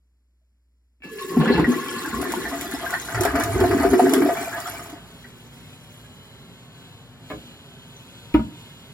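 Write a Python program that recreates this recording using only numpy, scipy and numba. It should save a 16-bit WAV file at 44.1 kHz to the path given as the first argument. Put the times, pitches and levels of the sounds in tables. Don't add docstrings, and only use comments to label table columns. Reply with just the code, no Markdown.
import sys
import numpy as np
from scipy import signal
from scipy.fft import rfft, irfft, next_fast_len
from scipy.io import wavfile
from scipy.ndimage import uniform_filter1d
from numba import njit

SR = 44100
rng = np.random.default_rng(int(sys.argv[2]) if len(sys.argv) > 2 else 0)


def log_audio(samples):
    frames = np.atleast_2d(samples).T
    limited = np.clip(frames, -1, 1)
    pcm = np.round(limited * 32767).astype(np.int16)
    wavfile.write(sys.argv[1], SR, pcm)


N = 393813
TIME = np.arange(N) / SR
OPEN_S = 1.03
SHUT_S, RUN_OUT_S = 4.9, 0.1


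# f/Hz, width/Hz, level/dB
RIM_MODES = [(1710, 17, 5), (2150, 61, -10), (2320, 24, -6), (2668, 37, 0.5), (2790, 41, -9),
             (3170, 39, -14), (3930, 40, -16), (4360, 40, -15)]
# start t/s, length/s, level/dB
RIM_PUFFS = [(1.087, 0.03, -46), (1.17, 0.12, -38), (1.275, 0.14, -33), (1.394, 0.046, -29),
             (1.474, 0.039, -30), (1.707, 0.05, -34), (1.763, 0.041, -36.5), (1.953, 0.051, -35),
             (2.118, 0.063, -34)]
# t/s, level/dB
SPITS = [(1.033, -47.5), (1.184, -39), (1.408, -42), (1.476, -34), (1.538, -30)]
# start t/s, length/s, level/dB
SQUEALS = [(1.512, 0.033, -32.5), (1.978, 0.017, -39.5)]
RIM_START_HZ, RIM_FLOODED_HZ, RIM_FLOOD_S, RIM_SECOND_HZ = 475, 345.6, 0.29, 1089
SPIT_T60_S = 0.16


def rim_air():
    flooding = np.exp(-np.maximum(TIME - OPEN_S, 0) / RIM_FLOOD_S)
    hz = RIM_FLOODED_HZ + (RIM_START_HZ - RIM_FLOODED_HZ) * flooding
    low = hoot(hz * (1 + 0.025 * walk(35)), flutter_rate=100, steady=0.9) * stage("rim low note")

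    puffs = sum(undb(db) * arch(s, length) for s, length, db in RIM_PUFFS)
    second = hoot(RIM_SECOND_HZ * (1 + 0.014 * walk(40)), flutter_rate=120, steady=1)
    second = second * (stage("rim second note") + puffs)

    spits = sum(undb(db) * (TIME > s) * fade(np.abs(TIME - s), SPIT_T60_S) for s, db in SPITS)
    hiss = unit(colour(rng.standard_normal(N), [(1100, 1.0), (1400, -3), (2800, 0), (5000, -1)]))
    air = cavity(rng.standard_normal(N), RIM_MODES) + hiss * undb(-8.5)
    air = air * (stage("rim air") + spits)

    squeal_gain = sum(undb(db) * arch(s, length) for s, length, db in SQUEALS)
    squeal = hoot(4270, flutter_rate=640) * squeal_gain
    tumble = bubbles([(160, 8), (280, 8), (450, -9), (600, -18)], count=3000, cycles=18,
                     spread_db=2.5, glide=0.11, surge_db=8.0, surge_rate=24)
    return tumble * stage("tank outlet") + low + second + squeal + air


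# start t/s, length/s, level/dB
SURGES = [(1.034, 0.064, -38.5), (1.29, 0.095, -31), (1.355, 0.22, -26.5), (1.515, 0.15, -20.5),
          (1.63, 0.19, -29)]
# f/Hz, level/dB
ROAR = [(140, -9.5), (170, 2.5), (235, 0.5), (290, 3.5), (395, 1.5), (470, -4), (620, -19), (860, -14.5),
        (1300, -19), (2000, -24), (3000, -26)]


def surges():
    roar = unit(colour(rng.standard_normal(N), ROAR))
    return roar * sum(undb(db) * arch(s, length) for s, length, db in SURGES)


# f/Hz, level/dB
INFLOW_GURGLE = [(120, -40), (165, -9), (192, -11), (238, 3.5), (290, -1), (390, 4), (450, -5),
                 (560, -16.5), (700, -36)]
# f/Hz, level/dB
INFLOW_SPLASH = [(470, -39), (800, -0.5), (866, -1), (971, -8), (1070, 4), (1310, -10.5), (1400, 4.5),
                 (1620, -6), (1760, 2.5), (1820, -21), (1970, -0.5), (2210, -14.5), (3400, -11.5),
                 (4420, -12.5), (7480, -120)]
# f/Hz, width/Hz, level/dB
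TRAP_MODES = [(686.7, 34, -3.5), (784, 27, -13.5), (986, 34, -18), (1225.5, 31, -9), (1515, 13, -16),
              (1692, 23, -18.5), (1925, 31, -22.5), (2262, 20, -23), (2570, 41, -28.5), (2900, 25, -29)]


def inflow():
    landing, splash = stage("landing"), stage("splash")
    low = bubbles(INFLOW_GURGLE, count=3000, cycles=16,
                  spread_db=1.0, glide=0.22, surge_db=1.0, surge_rate=25)
    high = bubbles(INFLOW_SPLASH, count=9000, cycles=22,
                   spread_db=2.0, glide=0.14, surge_db=1.7, surge_rate=25)
    froth = bubbles([(480, 7.0), (650, -9), (950, -5.0)], count=2500, cycles=16,
                    spread_db=-2.0, glide=0.17, surge_db=5.0, surge_rate=37)

    vortex = np.interp(TIME, [2.0, 2.5], [0, 1])
    hollow = cavity(rng.standard_normal(N) * undb(7.3 * walk(30.05)), TRAP_MODES) * vortex * undb(1.5)

    gurgle = low * (stage("first rush") + stage("swirl"))
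    return gurgle + high * (landing + splash) + hollow * splash + froth * landing * undb(1.0)


# t/s, gurgle level/dB, splash level/dB
SUCTION = [(3.1, -48, -37.5), (3.204, -31, -33.5), (3.366, -30, -29), (3.668, -30.5, -33.5),
           (3.824, -26.5, -31.5), (4.102, -27, -33), (4.25, -21.5, -34.5), (4.374, -38, -36.5),
           (4.608, -50.5, -36), (4.832, -49, -43.5), (4.97, -53, -48.5), (5.2, -84, -68.5)]
# f/Hz, level/dB
SIPHON_GURGLE = [(130, -18), (190, -14), (262, 3.5), (315, -2), (372, 2.5), (430, -0.5), (520, -22),
                 (650, -45)]
# f/Hz, level/dB
SIPHON_SPLASH = [(450, -36.5), (760, 2.5), (1140, 3.5), (1210, -7), (1320, 3), (1630, 1.5), (1980, -1.5),
                 (2100, -6), (2350, -8), (2700, -18), (2960, -10), (3400, -36), (4420, -13), (7480, -35)]


def siphon():
    gurgle, splash = gains(SUCTION)
    low = bubbles(SIPHON_GURGLE, count=1800, cycles=20,
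                  spread_db=1, glide=0.2, surge_db=2.5, surge_rate=25)
    high = bubbles(SIPHON_SPLASH, count=11000, cycles=20,
                   spread_db=2.3, glide=0.15, surge_db=2.8, surge_rate=30)
    trap = cavity(rng.standard_normal(N) * undb(4.2 * walk(30)), TRAP_MODES)
    return low * gurgle * undb(2.5) + splash * (high * undb(-3.5) + trap * undb(-1.0))


# t/s, level/dB, f/Hz at the start, t60/s, swell/s
GLUGS = [(1.365, -1, 239, 0.1, 0.0037), (1.402, -7.5, 220, 0.16, 0.0043), (1.469, -8, 219, 0.14, .004),
         (1.5, -1.5, 238.7, 0.14, 0.0017), (1.579, -9, 315, 0.07, 0.0023), (1.494, -9, 395, 0.066, 0.0036),
         (1.592, -15, 165, 0.12, .004), (1.672, -3.5, 240.6, 0.1, 0.032), (2.069, -16, 319, 0.05, 0.0035),
         (2.13, -14.5, 226, 0.1, 0.0032), (2.202, -16.5, 291, 0.11, .002), (2.256, -18, 385, 0.055, 0.0026),
         (2.508, -23.5, 274, 0.43, 0.0088), (2.735, -15.5, 285, 0.063, 0.0026),
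         (3.207, -5.5, 356, 0.086, 0.0019), (3.249, -14, 402.3, 0.16, .002), (3.4, -22, 295, 0.14, 0.0016),
         (3.556, -10, 365, 0.06, 0.0022), (3.61, -2.5, 371.4, 0.12, 0.0032), (3.64, -7, 358, 0.19, 0.0023),
         (3.704, -9, 351, 0.1, 0.0032), (3.727, -5, 376, 0.072, .002), (3.783, -13, 242, 0.15, 0.0077),
         (3.803, -10.5, 275, 0.08, 0.0025), (3.86, -16, 285, 0.089, .003), (3.848, -4.5, 383, 0.098, 0.002),
         (3.929, -3, 388, 0.063, .002), (3.932, -8, 265, .1, .003), (3.947, -5, 366.5, 0.17, 0.0058),
         (4.018, -7.5, 264.4, 0.13, 0.0046), (4.062, -9, 268, .09, 0.0033), (4.153, -8, 381, 0.056, 0.0017),
         (3.994, -9, 389, 0.085, .002), (4.038, -3.5, 369, 0.15, 0.0018), (4.13, -4, 308, 0.037, 0.0017),
         (4.176, -11, 414, .06, .003), (4.192, -5, 344, 0.085, 0.0059), (4.219, -3.5, 281, 0.08, 0.0022),
         (4.408, -26, 365, 0.064, 0.0026), (4.926, -26.5, 305, 0.081, 0.0026)]


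def glugs(glide=0.21, churn=0.22):
    out, t = np.zeros(N), TIME[:SR // 3]
    for s, db, hz, t60, swell_s in GLUGS:
        shape = (1 - np.exp(-t / max(swell_s, 1e-4))) ** 2 * fade(t, t60)
        rough = unit(colour(rng.standard_normal(len(t)), SIPHON_GURGLE))
        tone = np.sin(2 * np.pi * hz * t * (1 + glide * t))
        add(out, s, undb(db) * shape / shape.max() * (tone + churn * rough))
    return out * undb(-6.0)


# t/s, note level/dB, f/Hz at the start, splatter level/dB, t60/s
PLOPS = [(1.368, -16.5, 740, -28, 0.04), (1.576, -10, 870, -22, 0.086), (1.594, -16, 1026, -19, 0.055),
         (1.643, -6.5, 1890, -23.5, 0.03), (1.726, -19, 1300, -26, 0.056), (1.74, -20, 1930, -32, 0.035),
         (2.05, -12.5, 1605, -44, 0.028), (2.198, -18, 1080, -37, .04), (2.225, -24, 804, -24.5, 0.025),
         (2.248, -20.5, 1780, -24.5, .05), (2.142, -15.5, 1057, -32, 0.049), (2.338, -4.5, 955, -51, 0.018),
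         (2.454, -11.5, 1774, -30, 0.034), (2.587, -24, 1610, -39, 0.032), (2.744, -19, 686, -35, 0.067),
         (3.085, -16.5, 1515, -27, 0.037), (3.174, -14, 1430, -25, 0.044), (3.558, -25, 694, -44, .05),
         (4.065, -7, 678, -48, 0.055), (2.863, -10.5, 1593, -49, 0.04), (2.926, -13, 1485, -20.5, 0.15),
         (2.937, -7, 1825, -18.5, 0.045), (3.146, -21, 875, -16, 0.025), (3.251, -4, 687, -14, 0.045),
         (3.274, -17, 665, -22, 0.063), (3.306, -13, 1244, -39, 0.043), (3.176, -18, 1734, -29, 0.041),
         (3.276, -9, 1653, -29, 0.043), (3.352, -9, 1230, -17.5, 0.028), (3.369, -19, 676, -34, .05),
         (3.713, -16, 1630, -32, 0.04), (3.823, -18, 1980, -26, 0.035), (3.853, -19, 1540, -32, 0.036),
         (4.141, -18, 1630, -28, 0.052), (4.161, -20, 2000, -21, .05), (4.222, -12, 1640, -26, 0.027),
         (3.402, -16, 1657, -14, 0.083), (3.604, -10.5, 668, -16.5, 0.096), (3.638, -4, 697, -18, 0.076),
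         (3.708, -16, 674, -14.5, 0.076), (3.83, -6.5, 667.5, -12, 0.19), (3.932, -9.5, 675, -13, 0.096),
         (3.994, 5, 717, -19.5, 0.046), (4.132, -8.5, 673, -21, 0.062), (4.22, -8.5, 700, -22, 0.04),
         (4.26, -7.5, 685, -30, 0.033), (4.288, -4.5, 655, -22, 0.076), (4.35, -38, 1370, -21, 0.056),
         (4.368, -21, 2285, -24, 0.043), (4.43, -14.5, 776, -49, 0.044), (4.475, -16.5, 660, -51, 0.056),
         (4.523, -17.5, 1629, -29, 0.17), (4.658, -16, 1340, -41, 0.037), (4.675, -19, 703, -26, 0.065),
         (4.58, -18.5, 1250, -30, 0.041), (4.79, -24, 1230, -30, 0.08), (4.925, -29, 692, -44, 0.12),
         (5.243, -28.5, 1930, -53, 0.027), (5.25, -32, 1510, -52, 0.043), (6.04, -40.5, 1630, -64, 0.11),
         (7.965, -33.5, 6180, -66, .04)]
# f/Hz, level/dB
SPRAY = [(1800, 3.5), (2700, 1.5), (3600, 0.5), (5000, -2.5), (6500, 1.7), (8200, 2), (11000, 2),
         (13500, -1), (15800, -5.5)]
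PLOP_SWELL = 0.038


def plops(glide=0.5, splatter_t60=0.077, mist_db=-13, trap_db=-3, rough=0.38):
    out, t = np.zeros(N), TIME[:SR // 4]
    splash, mist, air = rng.standard_normal((3, 2 * SR))
    wet = unit(colour(splash, SIPHON_SPLASH))
    wet = wet + undb(mist_db) * unit(colour(mist, SPRAY))
    wet = unit(wet + undb(trap_db) * cavity(air, TRAP_MODES))
    for s, db, hz, splatter_db, t60 in PLOPS:
        wobble = rough * unit(colour(rng.standard_normal(len(t)), [(30, 0), (200, 0)]))
        note = np.sin(2 * np.pi * hz * t * (1 + glide * t) + wobble)
        note = undb(db - 5) * note * fade(t, t60)
        piece = np.roll(wet, rng.integers(len(wet)))[:len(t)]
        splatter = undb(splatter_db - 3) * piece * fade(t, splatter_t60)
        swell = 1 - np.exp(-t / max(PLOP_SWELL * t60, 1e-4))
        add(out, s, (note + splatter) * swell)
    return out


# t/s, level/dB
DROPS = [(2.215, -35), (2.321, -32.5), (2.611, -33), (2.713, -37.5), (2.06, -34), (2.824, -54),
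         (2.906, -36.5), (3.2089, -27.5), (3.251, -28), (3.359, -35), (3.399, -32.5), (3.437, -29),
         (3.235, -29.5), (3.604, -33.5), (3.76, -45), (4.08, -41), (4.095, -32), (4.136, -23.5),
         (4.289, -45), (4.603, -37), (4.671, -39.5), (4.784, -50), (4.899, -47)]


def drops(t60=0.027, patter_t60=0.057, patter_db=-15):
    out, t = np.zeros(N), TIME[:SR // 8]
    for s, db in DROPS:
        shape = fade(t, t60) + undb(patter_db) * fade(t, patter_t60)
        snap = colour(rng.standard_normal(len(t)) * shape, SPRAY)
        add(out, s, undb(db + 15.0) * snap / np.abs(snap).max())
    return out


CHURN_S, CHURN_LENGTH_S, CHURN_DB = 3.49, 0.86, 2.5


def spray():
    feed = np.clip(1 - (TIME - SHUT_S) / RUN_OUT_S, 0, 1)
    churn = undb(CHURN_DB * arch(CHURN_S, CHURN_LENGTH_S))
    flow = feed * np.hypot(stage("rim spray"), stage("bowl spray")) * churn + stage("run-off")
    crackle = bubbles(SPRAY, count=70000, cycles=0.51,
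                      spread_db=1.5, glide=0, surge_db=3.0, surge_rate=45)
    fizz = bubbles(SPRAY, count=7000, cycles=65,
                   spread_db=2.8, glide=0.05, surge_db=2.2, surge_rate=34)
    return crackle * undb(0.5) * flow, fizz * undb(3.0) * flow


# start t/s, length/s, f/Hz at the start, drone level/dB, rumble level/dB
SLUGS = [(1.05, 0.053, 165, -51, -68), (1.364, 0.072, 172, -21, -38), (1.501, 0.21, 171.4, -31, -34.5),
         (2.078, 0.18, 156.5, -44.5, -39.5), (3.129, 0.14, 116, -28, -43), (3.23, 0.186, 75, -41, -35),
         (3.396, 0.43, 107.6, -25, -36.5), (3.738, 0.28, 84, -37, -42)]
# f/Hz, level/dB
RUMBLE = [(25, -71), (50, 10.5), (75, 11.5), (100, 2), (125, -7), (170, 4)]
SLUG_SAG = 0.136


def drain():
    drone, load = 0, stage("drain")
    for s, length, hz, drone_db, rumble_db in SLUGS:
        pitch = hz * (1 - SLUG_SAG * np.clip((TIME - s) / length, 0, 1))
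        swell = arch(s, length)
        drone = drone + hoot(pitch, flutter_rate=54, steady=1.14) * swell * undb(drone_db)
        load = load + swell * undb(rumble_db)
    rumble = bubbles(RUMBLE, count=1200, cycles=13.0,
                     spread_db=-2.0, glide=0.14, surge_db=-1.5, surge_rate=130)
    return drone + load * rumble


STAGES = { "rim low note": (1.1, 1.33, 1.55, 7, 46, -31.5), "rim second note": (1.5, 1.7, 2, 12, 27, -41.5),
          "tank outlet": (1.1, 8, 2, 6.5, 58.5, -36), "rim air": (1.04, 1.8, 2, 8.5, 63, -44),
          "first rush": (2.16, 0.5, 2.32, -1, 75, -34), "landing": (1.4, -1, 1.4947, 7.5, 80, -31),
          "swirl": (1.45, 1.74, 2, 7, 8, -35), "splash": (1.14, 1.97, 3, 18, 24, -39),
          "rim spray": (1.03, 1.22, 1.22, 16, 22, -45.5), "bowl spray": (1.67, 1.1, 4.68, -8, 33, -44),
          "run-off": (5, 3, 6, 3, 23, -63), "drain": (2.04, 4, 2.5, 8.5, 5.5, -43.5)}


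def stage(name):
    start_s, full_s, release_s, rise_db, fall_db_per_s, level_db = STAGES[name]
    db = np.interp(TIME, [start_s, full_s], [-rise_db, 0])
    db = db - fall_db_per_s * np.maximum(TIME - release_s, 0)
    return undb(level_db + db) * uniform_filter1d(1. * (TIME > start_s), size=800)


# t/s, ring level/dB, crack level/dB, boom level/dB
HANDLE_KNOCKS = [(1.003, -65, -68, -57), (1.021, -38, -57, -74), (1.035, -36, -47, -58)]
# f/Hz, level/dB, t60/s
HANDLE_MODES = [(1722, -7, 0.38), (2320, -1, 0.12), (2660, 0, 0.095), (2780, -5, 0.09)]
# t/s, ring level/dB, crack level/dB, boom level/dB
SEAT_KNOCKS = [(7.301, -24.5, -36.5, -37.5), (7.312, -22, -45, -49), (7.331, -30, -53, -40)]
# f/Hz, level/dB, t60/s
SEAT_MODES = [(314, -8.5, 0.93), (418, -1, .27), (520, -8.5, 0.32), (603, 1.5, 0.26), (742, -6.5, 0.18),
              (1038, -1.5, 0.098), (1213, -2.5, 0.096), (1390, -16, .12), (1654, -4.5, 0.1),
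              (2190, -8, 0.062)]
# t/s, ring level/dB, crack level/dB, boom level/dB
LID_KNOCKS = [(8.3405, -24, -27, -32), (8.3442, -4.5, -34, -17), (8.3605, -23, -42, -32),
              (8.374, -37, -45, -27), (8.391, -16.5, -48, -28), (8.444, -38, -62, -36),
              (8.52, -42, -54, -45)]
# f/Hz, level/dB, t60/s
LID_MODES = [(221.5, -2.5, .42), (289.3, 4.5, .1), (308, 3.5, 0.17), (600, -13, 0.16), (641, -15, 0.22),
             (799, -22, 0.28), (945, -8, 0.25), (1120, -22, 0.22), (1256, -9, 0.11), (1432, -21, 0.16),
             (1459, -23, .16), (1685, -29, .16), (2094, -26, .09), (2285, -27, .08)]
# t/s, ring level/dB, crack level/dB, boom level/dB
TICKS = [(.415, -75, -92, -90)]
# f/Hz, level/dB, t60/s
TICK_MODES = [(635, 0, .12)]
# f/Hz, level/dB
CRACK = [(120, -15), (300, -8), (700, -7), (1400, -11.5), (2300, -1), (3200, -9.5), (4500, -21.5),
         (6000, -34), (15000, -25)]
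# f/Hz, level/dB
BOOM = [(35, -35), (60, 9.5), (120, -4.5), (220, 7.5), (315, 5.5), (420, -24), (700, -23)]


def knocks(blows, modes, contact_s, crack_t60, boom_t60, damped_t60):
    out, t = np.zeros(N), TIME[:SR // 2]
    contact = 1 - np.exp(-t / contact_s)
    ring = sum(undb(db) * np.sin(2 * np.pi * hz * t) * fade(t, t60) for hz, db, t60 in modes)
    ring = ring * contact * fade(t, damped_t60)
    ring = ring / np.abs(ring).max()
    for s, ring_db, crack_db, boom_db in blows:
        crack = unit(colour(rng.standard_normal(len(t)), CRACK)) * fade(t, crack_t60)
        boom = unit(colour(rng.standard_normal(len(t)), BOOM)) * fade(t, boom_t60) * contact
        add(out, s, undb(ring_db) * ring + undb(crack_db) * crack + undb(boom_db) * boom)
    return out


# f/Hz, level/dB
REFILL_RUSH = [(70, -13.5), (105, 3.5), (170, 1.5), (200, -6.5), (245, 0), (320, -14.5), (375, -8),
               (550, -15.5), (950, -17.5), (1600, -20.5), (2200, -29), (3000, -59)]
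# f/Hz, level/dB
REFILL_HISS = [(1500, -14.5), (2400, 10), (3200, 16), (4100, 9.5), (5400, -2.5), (6500, 5), (8300, 2.5),
               (9500, -1), (11500, 1.5), (15800, -10)]
# f/Hz, width/Hz, level/dB
TANK_MODES = [(560, 24, 2.5), (698, 23, 1), (940, 29, 1.5), (1090, 17, -2), (1346, 67, -5.5),
              (1510, 46, -2.5), (1680, 47, -8.5), (2142, 36, 0), (2880, 120, -3), (3100, 100, 0),
              (3990, 140, 0.5)]
RUSH_DB, HISS_DB, TANK_DB = -47, -53.5, -59.5
UNCOVERED_DB, UNCOVERED_S, APPROACH_DB_PER_S = 2, 7.16, 0.96


def refill(diffuse_db=-7):
    opening = np.interp(TIME, [1.1, 2.0], [0, 1])
    rush = unit(colour(rng.standard_normal(N), REFILL_RUSH)) * undb(RUSH_DB + 0.16 * walk(12.0))

    uncovered = np.maximum(TIME - UNCOVERED_S, 0)
    lift_db = UNCOVERED_DB * np.minimum(uncovered / 0.045, 1) + APPROACH_DB_PER_S * uncovered
    valve = undb(lift_db + 1.1 * walk(10))

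    jet = swaying(rng.standard_normal(N)) + undb(diffuse_db) * rng.standard_normal((2, N))
    hiss = unit(colour(jet, REFILL_HISS)) * undb(HISS_DB)

    air, tank = rng.standard_normal(N), 0
    for hz, width, db in TANK_MODES:
        mode = cavity(air, [(hz, width, 0)]) * np.sqrt(width)
        tank = tank + mode * undb(db + 2 * walk(4))
    tank = swaying(unit(tank)) * undb(TANK_DB)
    return opening * (roaming(rush) + valve * (hiss + tank))


def trickle():
    tinkle = bubbles([(900, -4), (1600, 0), (2400, -5), (3600, -7), (7000, -16)], count=5000, cycles=60,
                     spread_db=1.2, glide=0.04, surge_db=1.5, surge_rate=6)
    return tinkle * np.interp(TIME, [4.5, 5.0, 6.0], [0, 1, 0.5]) * undb(-60.0)


# delay/s, level/dB
WALL_ECHOES = [(.0011, -11), (.0019, -11), (.0031, -9), (.0047, -9), (.0073, -10), (.0109, -11)]
SWAY_S, SWAY_RATE = 0.00013, 2.2


def swaying(x):
    echoes = 0
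    for delay, db in WALL_ECHOES:
        heard = TIME - delay - SWAY_S * walk(SWAY_RATE)
        echoes = echoes + undb(db) * np.interp(heard, TIME, x)
    return x + echoes


# f/Hz, level/dB
ROOM_SHARE = [(60, -14), (200, -10), (400, -10), (800, -5), (2000, -1.5), (4500, -1.5), (8000, -7),
              (15000, -6)]
ROOM_T60_S = 0.11


def bathroom(x, delay_s=0.0037):
    t = TIME[:SR // 5]
    tail = rng.standard_normal((2, len(t))) * fade(t, ROOM_T60_S) * (t > delay_s)
    tail = colour(tail / np.sqrt(np.sum(tail ** 2, axis=1, keepdims=True)), ROOM_SHARE)
    return x + signal.oaconvolve(x[None], tail, axes=1)[:, :N]


def roaming(x, rad_per_s=5):
    here, there = bathroom(x) - x, bathroom(x) - x
    return x + here * np.cos(rad_per_s * TIME) + there * np.sin(rad_per_s * TIME)


# f/Hz, level/dB
QUIET = [(47, -30), (80, -13), (93, -24.5), (244, -23.5), (432, -34), (627, -38), (699, -40.5),
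         (11000, -45.5), (15000, -56)]
QUIET_DB = -77


def quiet_room():
    hum = np.sin(2 * np.pi * 60.5 * TIME) * undb(-60.0 + 0.46 * walk(5.2))
    return hum + unit(colour(rng.standard_normal(N), QUIET)) * undb(QUIET_DB)


@njit
def ring_bubbles(start, hz, size, cycles, glide, length):
    out = np.zeros(length)
    for k in range(len(start)):
        life = int(cycles * SR / hz[k]) + 2
        w = 2 * np.pi * hz[k] / SR
        z = size[k] + 0j
        p = np.exp(1j * w - 5.5 / life)
        bend = np.exp(1j * w * glide / life)
        for i in range(start[k], min(start[k] + life, length)):
            z *= p
            p *= bend
            out[i] += z.imag
    return out


def bubbles(points, count, cycles, spread_db, glide, surge_db, surge_rate):
    when, pitch, luck = rng.random((count, 3)).T
    hz = points[0][0] + pitch * (points[-1][0] - points[0][0])
    size = np.sqrt(hz) * undb(-spread_db * np.log(np.maximum(luck, 2e-3)))
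    cloud = ring_bubbles((when * N).astype(np.int64), hz, size, float(cycles), float(glide), N)
    return unit(colour(cloud, points) * undb(surge_db * walk(surge_rate)))


def hoot(hz, flutter_rate, steady=0):
    turn = 2 * np.pi * np.cumsum(hz * np.ones(N)) / SR
    return unit((steady + walk(flutter_rate)) * np.sin(turn) + walk(flutter_rate) * np.cos(turn))


def cavity(x, modes):
    def response(f):
        total = 0
        for hz, width, db in modes:
            peak = undb(db) / (1 + 1j * (f * f - hz * hz) / (f * width))
            total = total + peak * np.exp(-np.log(f / hz) ** 2 * 2)
        return total
    return unit(filtered(x, response))


def colour(x, points):
    hz, db = np.transpose(points)

    def response(f):
        inside = undb(np.interp(np.log(f), np.log(hz), db))
        return inside * np.minimum(f / hz[0], 1) ** 2 * np.minimum(hz[-1] / f, 1) ** 4
    return filtered(x, response)


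def filtered(x, response):
    size = next_fast_len(x.shape[-1] + 4096, real=True)
    f = np.fft.rfftfreq(size, 1 / SR) + 1e-3
    return irfft(rfft(x, size) * response(f), size)[..., :x.shape[-1]]


def gains(table):
    s, *columns = np.transpose(table)
    gate = uniform_filter1d(1. * ((TIME > s[0]) & (TIME < s[-1])), size=800)
    return [gate * undb(np.interp(TIME, s, c)) for c in columns]


def arch(start_s, length_s):
    return np.sin(np.pi * np.clip((TIME - start_s) / length_s, 0, 1))


def walk(rate):
    knots = rng.standard_normal(4096)
    return np.interp(TIME * rate, np.arange(len(knots)), knots)


def fade(t, t60):
    return np.exp(-np.log(1000) * t / max(t60, 1e-3))


def undb(db):
    return 10 ** (np.asarray(db) / 20)


def unit(x):
    return x / np.sqrt(np.mean(x ** 2))


def add(track, s, sound):
    start = int(s * SR)
    track[start:start + len(sound)] += sound[:N - start]


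def scene():
    crackle, fizz = spray()
    seat = knocks(SEAT_KNOCKS, SEAT_MODES, contact_s=0.00087, crack_t60=0.085, boom_t60=0.38, damped_t60=0.7)
    lid = knocks(LID_KNOCKS, LID_MODES, contact_s=0.0025, crack_t60=0.075, boom_t60=0.3, damped_t60=0.7)
    handle = knocks(HANDLE_KNOCKS, HANDLE_MODES,
                    contact_s=0.00027, crack_t60=0.093, boom_t60=0.4, damped_t60=0.8)
    tick = knocks(TICKS, TICK_MODES, contact_s=0.001, crack_t60=0.03, boom_t60=0.1, damped_t60=0.5)
    rim = rim_air() + surges() + crackle + seat + lid
    bowl = inflow() + fizz + plops() + drops()
    trap = siphon() + drain() + glugs()
    tank = bathroom(tick + handle + trickle()) + refill()
    return bathroom(rim) + bathroom(bowl) + bathroom(trap) + tank + quiet_room()


# f/Hz, phase/rad
CHANNEL_PHASE = [(0, 0), (1890, -0.1), (2670, 2.5), (3620, 3.0), (6290, 8.9), (7060, 12.6), (8530, 9.7),
                 (9560, 9.2), (10800, 6.6), (12100, 5.7), (13200, 3.1), (14400, 2.9), (15200, -0.0),
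                 (16400, 0.1)]
LOW_CUT_HZ, TOP_HZ = 35, 15900


def record(dry):
    hz, radians = np.transpose(CHANNEL_PHASE)

    def turn_channel(x, side):
        return filtered(x, lambda f: np.exp(0.5j * side * np.interp(f, hz, radians))
                        * np.minimum(f / LOW_CUT_HZ, 1) ** 4)
    channels = [turn_channel(x, side) for x, side in zip(dry, (1, -1))]
    return signal.sosfilt(signal.ellip(10, 0.2, 70, TOP_HZ, fs=SR, output="sos"), channels)


dry = scene()
out = record(dry)
log_audio(out)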